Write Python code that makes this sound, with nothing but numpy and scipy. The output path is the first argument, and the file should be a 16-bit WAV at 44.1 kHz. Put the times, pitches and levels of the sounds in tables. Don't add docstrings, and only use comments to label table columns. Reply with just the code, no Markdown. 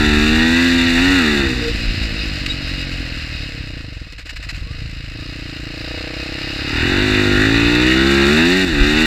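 import sys
import numpy as np
from scipy import signal
from scipy.fft import rfft, irfft, next_fast_len
from scipy.io import wavfile
from scipy.ndimage import uniform_filter1d, map_coordinates

SR = 44100
rng = np.random.default_rng(int(sys.argv[2]) if len(sys.argv) > 2 else 0)


def amplitude_ratio(level_db):
    exponent = np.asarray(level_db, float) / 20
    return 10 ** exponent


def transcribe(u):
    v = np.clip(np.atleast_2d(u).T, -1, 1)
    q = np.round(v * 32767).astype(np.int16)
    wavfile.write(sys.argv[1], SR, q)


N = 399526

# time in seconds, firings per second.
ENGINE_SPEED = [(0, 75), (.15, 73.8), (.97, 84.3), (1.3, 74.7), (1.6, 59.4), (2.42, 48), (3.0, 43.7),
                (3.7, 31), (4.15, 15.5), (4.42, 13.7), (4.75, 27.4), (5.75, 28.5), (6.0, 30.9), (6.6, 34.3),
                (7.38, 50.4), (8.1, 68.7), (8.8, 70.5), (9.06, 80.7)]
# time in seconds, extra firings per second, rise and fall in seconds.
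WHEEL_SLIPS = [(.64, 6, 0.43, .33), (1.07, 11, 0.097, 0.099), (1.17, 14, .1, .08), (2.2, 2.5, .5, .2),
               (5.1, -1.45, 0.23, 0.095), (5.35, 3, .18, .15), (7.05, 9, .35, .3), (7.47, 2, 0.0799, .3),
               (8.56, 24, .3, .08), (8.64, 24, .08, .12)]
# time in seconds, exhaust effort in dB, extra chassis shake in dB.
THROTTLE_DRIVE = [(0, -17, -0.6), (.7, -14.5, -1.5), (.88, -16.5, -1), (1.12, -14.5, -1.5),
                  (1.41, -18.5, -1.2), (1.76, -32.5, 0), (3.1, -35.5, -1.5), (3.2, -41.5, 2),
                  (3.76, -41, -2), (4.1, -50.5, -1.5), (5.1, -47.5, 2.5), (5.16, -39.5, -2), (6.61, -32, 2),
                  (6.91, -19.5, 1), (7.2, -17.5, .1), (8.4, -14, -1), (8.78, -17.5, -1),
                  (9.06, -15.5, -0.2)]
# time in seconds, share from 0 to 1.
COASTING_SHARE = [(1.35, 0), (1.75, 1), (3.4, 1), (3.6, .55), (4.6, .55), (5.1, 0)]
# time in seconds, extra roughness from 0 to 1, rise and fall in seconds.
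STUMBLES = [
    (6.87, .06, .2, .2),
    (8.7, .1, .1, .15),
]
# time in seconds, lag in cycles, strength from 0 to 1.
PIPE_ECHO = [(0, 0.65, 0.33), (.4, .66, 1), (1.1, .66, 0.73), (1.4, 0.64, 0.55), (1.8, 0.28, 0.26),
             (2.6, .33, 0.47), (4.5, 0.31, 0.35), (5.15, 0.32, .6), (6.5, 0.3006, 0.4), (6.85, .36, 0.34),
             (7.1, 0.42, .4), (8.0, 0.3614, 0.49), (8.3, .37, .75), (8.55, .47, .9), (9.06, 0.4, 0.33)]
# frequency in Hz, level in dB.
PIPE_COLOUR = [(70, 0.5), (120, -5.5), (170, -8.5), (220, -1), (270, 3.5), (320, 3.5), (370, -3.5),
               (420, -15.5), (480, -15.5), (550, -19.5), (620, -25.5), (700, -34)]
# time in seconds, change in dB, rise and fall in seconds.
DEEP_SWELLS = [
    (4.24, -22, 0.19, .3),
    (4.85, 5, .3, .3),
    (7.62, 4, .5, 0.39),
    (8.92, -11, .12, .2),
    (1.303, -6, 0.14, .2),
]
# time in seconds, change in dB, rise and fall in seconds.
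THROTTLE_BITES = [
    (.7, -4, .6, .35),
    (5.95, 9.5, 0.34, 1.26),
    (8.5, 4, 0.44, .3),
]
# frequency in Hz, level in dB.
OPEN_RASP = [(430, -34), (520, -1.5), (620, -3.5), (700, 3.5), (850, -3.5), (1000, -10.5), (1200, -5),
             (1500, 2.5), (2000, -34)]
# frequency in Hz, level in dB.
SHUT_RASP = [(330, -26), (480, 8), (560, 4.5), (630, 4), (720, -2), (810, -5.5), (960, -12), (1100, -15),
             (1600, -19)]
# dB at middle effort and speed,
# dB per dB of effort, dB per dB of speed, dB added when coasting.
RASP_RULE = (-42, 0.7355, -.4, 3)
BASS_RULE = (9.5, -0.3755, -1.06, 4)
EDGE_RULE = (2.5, 0.37, -1.71, -4)
CLATTER_RULE = (-27.5, 0.543, .5, 1.63)
FIZZ_RULE = (-17.5, -0.1319, 0.5, -1.4)
# frequency in Hz, dB per Hz.
PULLING_CLATTER = [(530, -28), (900, -9.5), (1040, -15), (1340, -4), (1960, 3.5), (2190, -5), (2610, 3.5),
                   (2820, 4), (3230, -17.5), (3580, 6.5), (3970, 2), (4650, -3), (5000, -8.5),
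                   (5410, -21.5), (6000, -12), (7800, -94), (13200, -120)]
# frequency in Hz, dB per Hz.
COASTING_CLATTER = [(530, -6), (900, -15), (1390, -2.5), (1510, 0), (1960, 4), (2430, 0), (2530, 5),
                    (2800, 5.5), (2940, 1), (3280, -8.5), (3640, -5), (4200, 3), (4580, -6), (4960, -1),
                    (6000, -23), (7800, -72), (13200, -120)]
# frequency in Hz, dB per Hz.
FIZZ_COLOUR = [(3120, -37), (5300, -5), (6140, -10), (6740, -8.5), (7050, -4.5), (7340, -5.5), (8100, -9.5),
               (8700, -16.5), (10200, -22), (11500, -18.5), (13000, -26.5), (14200, -18.5), (15400, -30)]
# frequency in Hz, width in Hz, level in dB.
OPEN_RINGS = [(6950, 20, -8.5), (1887, 88, 12.5), (2600, 71, 7.5), (2904, 13, 14), (3760, 120, 0)]
# frequency in Hz, width in Hz, level in dB.
SHUT_RINGS = [(2553, 24, 16), (2857, 30, 14), (4890, 247, 6), (3786, 130, 8.5), (1880, 21, -5)]
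# frequency in Hz, width in Hz, level in dB.
CHAIN_GUIDE_RING = [(1250, 77, 4.5)]
# start and end in seconds, teeth per cycle, level in dB.
GEAR_WHINES = [
    (0.29, 0.718, 23.3, -22),
    (1.018, 1.13, 19.8, -20),
    (4.6, 4.86, 45.5, -50),
    (7.424, 7.809, 44, -22.5),
    (7.76, 8.15, 22, -33),
    (8.397, 8.517, 19, -26),
]
# start and end in seconds, first and last level in dB.
LULLS = [
    (1.476, 1.623, -1, -1),
    (4.137, 4.18, -2, -6),
    (4.231, 4.25, -7, -8),
    (4.335, 4.361, 2, -7),
    (4.473, 4.479, -2, -3),
    (8.65, 8.8, -5.5, -1),
]
# time in seconds, level in dB.
WIND_LEVEL = [(0, -15), (.45, -18), (.58, -28), (1.11, -17), (1.21, -30), (1.35, -22.5), (1.9, -19.5),
              (4.2, -32), (4.54, -23.5), (4.87, -24), (5.35, -30.5), (6.61, -29.5), (6.75, -20),
              (7.74, -21.5), (7.85, -27), (8.6, -27), (8.81, -17), (9.06, -21)]
# frequency in Hz, dB per Hz.
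WIND_COLOUR = [(10, -30), (22, -6), (45, 0), (75, -5), (130, -16), (200, -30), (600, -50), (1200, -75)]
# time in seconds, dB over rest, rise and fall in seconds.
PANEL_BUZZES = [
    (1.13, 15, .1, .12),
    (1.68, 29.5, 0.33, 0.079),
    (2.15, 11, 0.51, 0.14),
    (3.6, 11, 0.39, .12),
    (4.75, 11, .2, 0.19),
]
# time in seconds, peak in dB, frequency in Hz.
LANDINGS = [
    (1.47, -16, 60),
    (1.885, -9, 40.4),
    (5.7, -24, 54),
    (8.75, -14, 45.04),
    (8.82, -3, 38),
]
# start and end in seconds, frequency in Hz, level in dB.
PIVOT_SQUEAK = [
    (2.495, 2.524, 3820, -18),
]
# time in seconds, peak in dB, length in seconds, thud in dB.
CHAIN_KNOCKS = [(2.461, -9.5, 0.012, -16), (2.671, -22, 0.065, -11), (3.056, -33, 0.028, -10),
                (3.197, -37, 0.063, -20), (3.995, -33, 0.038, -8), (4.122, -22.5, 0.015, -16),
                (4.1795, -25.5, 0.051, -23), (4.2547, -26, 0.046, -16), (4.292, -17, 0.032, -6),
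                (4.359, -19, 0.026, -16), (4.4252, -21, 0.046, -10), (4.488, -15, 0.033, -28),
                (4.545, -24.5, 0.063, -19)]

ROUGH_PULL, ROUGH_COASTING = .045, .26
MID_SPEED, MID_DB = 46, -30
LUG_SPEED = 26
FLYWHEEL_S = .06
LUG_BEAT = 1.4
LOAD_MID, LOAD_PER_DB = 0.45, 0.07
PANEL_REST_DB, PANEL_PER_DB = -54, .5
BITE_EDGE = 0.39


def unit(x):
    return x / np.sqrt(np.mean(x ** 2) + 1e-20)


def running_rms(x, samples):
    power = uniform_filter1d(uniform_filter1d(x ** 2, samples), samples)
    return np.sqrt(np.abs(power) + 1e-12)


def steady(x, span):
    return x / running_rms(x, int(span * SR))


def curves(rows):
    s, *columns = np.transpose(rows)
    return [np.interp(np.arange(N) / SR, s, c) for c in columns]


def tents(rows):
    t = np.arange(N) / SR
    return sum(np.interp(t, [s - abs(rise), s, s + abs(fall)], [0, top, 0]) for s, top, rise, fall in rows)


def wobble(rate):
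    knots = rng.standard_normal(int(N * rate / SR) + 4)
    return map_coordinates(knots, [np.arange(N) * rate / SR])


def filtered(x, response):
    m = next_fast_len(N + 8192)
    return irfft(rfft(x, m) * response(np.fft.rfftfreq(m, 1 / SR)), m)[..., :N]


def colour(points):
    f, v = np.transpose(points)
    return lambda hz: amplitude_ratio(np.interp(np.log(hz + 1), np.log(f + 1), v, left=-120, right=-120))


def causal(gain):
    def response(hz):
        c = irfft(np.log(gain(hz) + 1e-5))
        c[1:len(c) // 2] *= 2
        c[len(c) // 2 + 1:] = 0
        return np.exp(rfft(c))
    return response


def modes(table):
    def response(f):
        total = 0
        for k, (hz, width, db) in enumerate(table):
            damping = 1j * f * width
            total = total + (-1) ** k * amplitude_ratio(db) * damping / (hz * hz - f * f + damping)
        return total
    return response


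def blend(a, b, share):
    turn = np.clip(share, 0, 1) * np.pi / 2
    return np.cos(turn) * a + np.sin(turn) * b


def spikes(at, size):
    low = np.clip(np.floor(at).astype(int), 0, N - 2)
    part = np.clip(at - low, 0, 1)
    return np.bincount(low, size * (1 - part), N) + np.bincount(low + 1, size * part, N)


def firings(cycle, speed, rough):
    lag, strength = curves(PIPE_ECHO)
    at = np.flatnonzero(np.diff(np.floor(cycle)) > 0)
    luck = rng.standard_normal((len(at), 2))
    size = amplitude_ratio(7.8 * rough[at] * luck[:, 0])
    late = at + 0.001004 * SR * rough[at] * luck[:, 1]
    direct = spikes(late, size)
    delay = lag / np.maximum(speed, MID_SPEED) * SR
    pulses = direct + spikes(late + delay[at], size * np.clip(strength[at], 0, 1))
    ringing = direct + spikes(late + .00635 * SR, .7 * size)
    return pulses, ringing, np.interp(np.arange(N), at, size)


def exhaust(pulses, puff, rough, bark_db, bass_db, edge_db):
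    source = steady(pulses, .12) + 2.5 * rough * puff
    pipe = colour([(15, -47), (40, -6.0)] + PIPE_COLOUR + [(800, -62), (1000, -90)])

    def low(f):
        return 1 / (1 + (f / 165) ** 6)

    def high(f):
        return 1 / (1 + (325 / (f + 1)) ** 12)

    bark = -filtered(source, lambda f: pipe(f) * (1 - low(f) - high(f)))
    edge = -filtered(source, lambda f: pipe(f) * high(f))
    clean = source - 1.8 * rough * puff
    bass = -filtered(clean, lambda f: pipe(f) * low(f))
    bark = bark + amplitude_ratio(edge_db + BITE_EDGE * tents(THROTTLE_BITES)) * edge
    mix = bark + amplitude_ratio(bass_db + tents(DEEP_SWELLS)) * bass
    return amplitude_ratio(bark_db) * mix / running_rms(bark, SR // 8)


def exhaust_rasp(ringing, puff, rough, lug, throttle, rasp_db):
    def rasp(response):
        hiss = (0.36 + 3 * rough) / (1 + 4 * lug) * rng.standard_normal(N)
        source = steady(ringing, 0.13) + (0.14 + 4 * rough) * puff + hiss
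        return steady(filtered(source, response), 0.057)

    shut = rasp(colour(SHUT_RASP))
    wide = rasp(causal(colour(OPEN_RASP)))
    return amplitude_ratio(rasp_db + tents(THROTTLE_BITES)) * blend(shut, wide, throttle)


def clatter(cycle, size, throttle, fizz_db, load, overrun, lug):
    beat = 1 + 0.56 * np.exp(-4 * ((cycle - .05) % 1)) + .5 * np.exp(-7 * ((cycle - .55) % 1))
    uneven = amplitude_ratio(0.62 * wobble(7.9) + 0.38 * wobble(40) + 0.82 * wobble(300))
    rattle = steady(beat ** (1 + lug) * size ** 0.15 * uneven, 0.12)
    noise = rattle * rng.standard_normal((4, N))

    pattern = rng.standard_normal((60, 256))
    drift = np.arange(N) / SR * 5
    ticks = map_coordinates(pattern, [drift, cycle % 1 * 256], order=1, mode="grid-wrap")
    in_step = filtered((1 - overrun) * rattle * ticks, lambda f: 1 / (1 + (f / 2800) ** 4))
    pulling = unit(filtered(noise[1] + 1.8 * in_step, colour(PULLING_CLATTER)))
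    coasting = unit(filtered(noise[0] + 0.038 * in_step, colour(COASTING_CLATTER)))

    shake = noise[2] * amplitude_ratio(2.74 * wobble(14))
    ring = blend(filtered(shake, modes(SHUT_RINGS)), filtered(shake, modes(OPEN_RINGS)), throttle)
    ring = ring + lug * filtered(shake, modes(CHAIN_GUIDE_RING))
    flicker = amplitude_ratio(1.2 * wobble(160) + 1.0 * wobble(22))
    fizz = unit(filtered(noise[3] * flicker, colour(FIZZ_COLOUR)))
    return blend(coasting, pulling, load) + ring + amplitude_ratio(fizz_db) * fizz


def whine(cycle):
    t, out = np.arange(N) / SR, np.zeros(N)
    for start, end, teeth, db in GEAR_WHINES:
        swell = np.sin(np.pi * np.clip((t - start) / (end - start), 0, 1))
        tone = np.sin(2 * np.pi * teeth * cycle + 2.3 * wobble(30))
        out += amplitude_ratio(db + 2.4 * wobble(14)) * swell * tone
    return out


def lulls():
    t, db = np.arange(N) / SR, np.zeros(N)
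    for start, end, first_db, last_db in LULLS:
        db += np.interp(t, [start, end], [first_db, last_db], left=0, right=0)
    return amplitude_ratio(uniform_filter1d(db, SR // 300))


def engine():
    bark_db, shake_db = curves(THROTTLE_DRIVE)
    overrun = curves(COASTING_SHARE)[0]
    speed = uniform_filter1d(curves(ENGINE_SPEED)[0] + tents(WHEEL_SLIPS), int(FLYWHEEL_S * SR))
    effort_db = bark_db - MID_DB
    speed_db = 20 * np.log10(np.maximum(speed, LUG_SPEED) / MID_SPEED)
    state = np.array([np.ones(N), effort_db, speed_db, overrun])
    rules = np.array([RASP_RULE, BASS_RULE, EDGE_RULE, CLATTER_RULE, FIZZ_RULE])
    rasp_db, bass_db, edge_db, clatter_db, fizz_db = rules @ state

    lug = LUG_BEAT * (1 - overrun) * np.clip(MID_SPEED / speed - 1, 0, 1)
    rough = ROUGH_PULL + ROUGH_COASTING * overrun + tents(STUMBLES)
    throttle = (bark_db + 34) / 16
    load = LOAD_MID + LOAD_PER_DB * effort_db
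    cycle = np.cumsum(speed) / SR + .3
    pulses, ringing, size = firings(cycle, speed, rough)
    puff = steady(np.exp(-6 * (cycle % 1)) * rng.standard_normal(N), .12)

    out = exhaust(pulses, puff, rough, bark_db, bass_db, edge_db)
    out = out + exhaust_rasp(ringing, puff, rough, lug, throttle, rasp_db)
    metal = clatter(cycle, size, throttle, fizz_db, load, overrun, lug)
    out = out + amplitude_ratio(clatter_db + shake_db) * metal
    return lulls() * out + whine(cycle)


def wind():
    lumps = amplitude_ratio(4.0 * wobble(11))
    air = filtered(rng.standard_normal(N), colour(WIND_COLOUR))
    return amplitude_ratio(curves(WIND_LEVEL)[0] - 3.5) * steady(lumps * air, 0.058)


def panel():
    effort_db = curves(THROTTLE_DRIVE)[0] - MID_DB
    buzz = filtered(rng.standard_normal(N), lambda f: modes([(467, 14, 0)])(f) ** 2)
    return amplitude_ratio(PANEL_REST_DB + PANEL_PER_DB * effort_db + tents(PANEL_BUZZES)) * unit(buzz)


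def landings():
    t, out = np.arange(N) / SR, np.zeros(N)
    for s, db, hz in LANDINGS:
        swings = (t - s) * hz
        out += amplitude_ratio(db) * np.sin(2 * np.pi * swings) * np.exp(-3 * swings ** 2)
    return out


def knocks():
    t, shape, thuds = np.arange(SR // 8) / SR, np.zeros(N + SR), np.zeros(N)
    for s, db, length, thud_db in CHAIN_KNOCKS:
        start = round(s * SR)
        fade_db = 20 * (t / max(length, .005)) ** 3
        shape[start:][:len(t)] += amplitude_ratio(db - 10 - fade_db) * (1 - np.exp(-t / .0012))
        thuds[start] = amplitude_ratio(db + thud_db + 4)
    white = rng.standard_normal((2, N)) * amplitude_ratio(2.9 * wobble(270))
    rattle = unit(filtered(white[0], colour(COASTING_CLATTER)))
    rattle = rattle + amplitude_ratio(-14.0) * unit(filtered(white[1], colour(FIZZ_COLOUR)))
    return shape[:N] * rattle + filtered(thuds, modes([(280, 280, 0)]))


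def squeak():
    t, out = np.arange(N) / SR, np.zeros(N)
    for start, end, hz, db in PIVOT_SQUEAK:
        arch = np.sin(np.pi * np.clip((t - start) / (end - start), 0, 1))
        swell = np.sqrt(np.clip(arch, 0, 1))
        out += amplitude_ratio(db) * swell * (np.sin(2 * np.pi * hz * t) + 0.07 * np.sin(4 * np.pi * hz * t))
    return out


def scene():
    return (engine() + wind() + panel() + landings() + knocks() + squeak())[None]


def low_pass(x):
    return signal.sosfilt(signal.butter(12, 16070, fs=SR, output="sos"), x)


def record(dry):
    soft = dry / (1 + np.abs(dry) ** 4) ** (1 / 4)
    return low_pass(soft)


dry = scene()
out = record(dry)
transcribe(out)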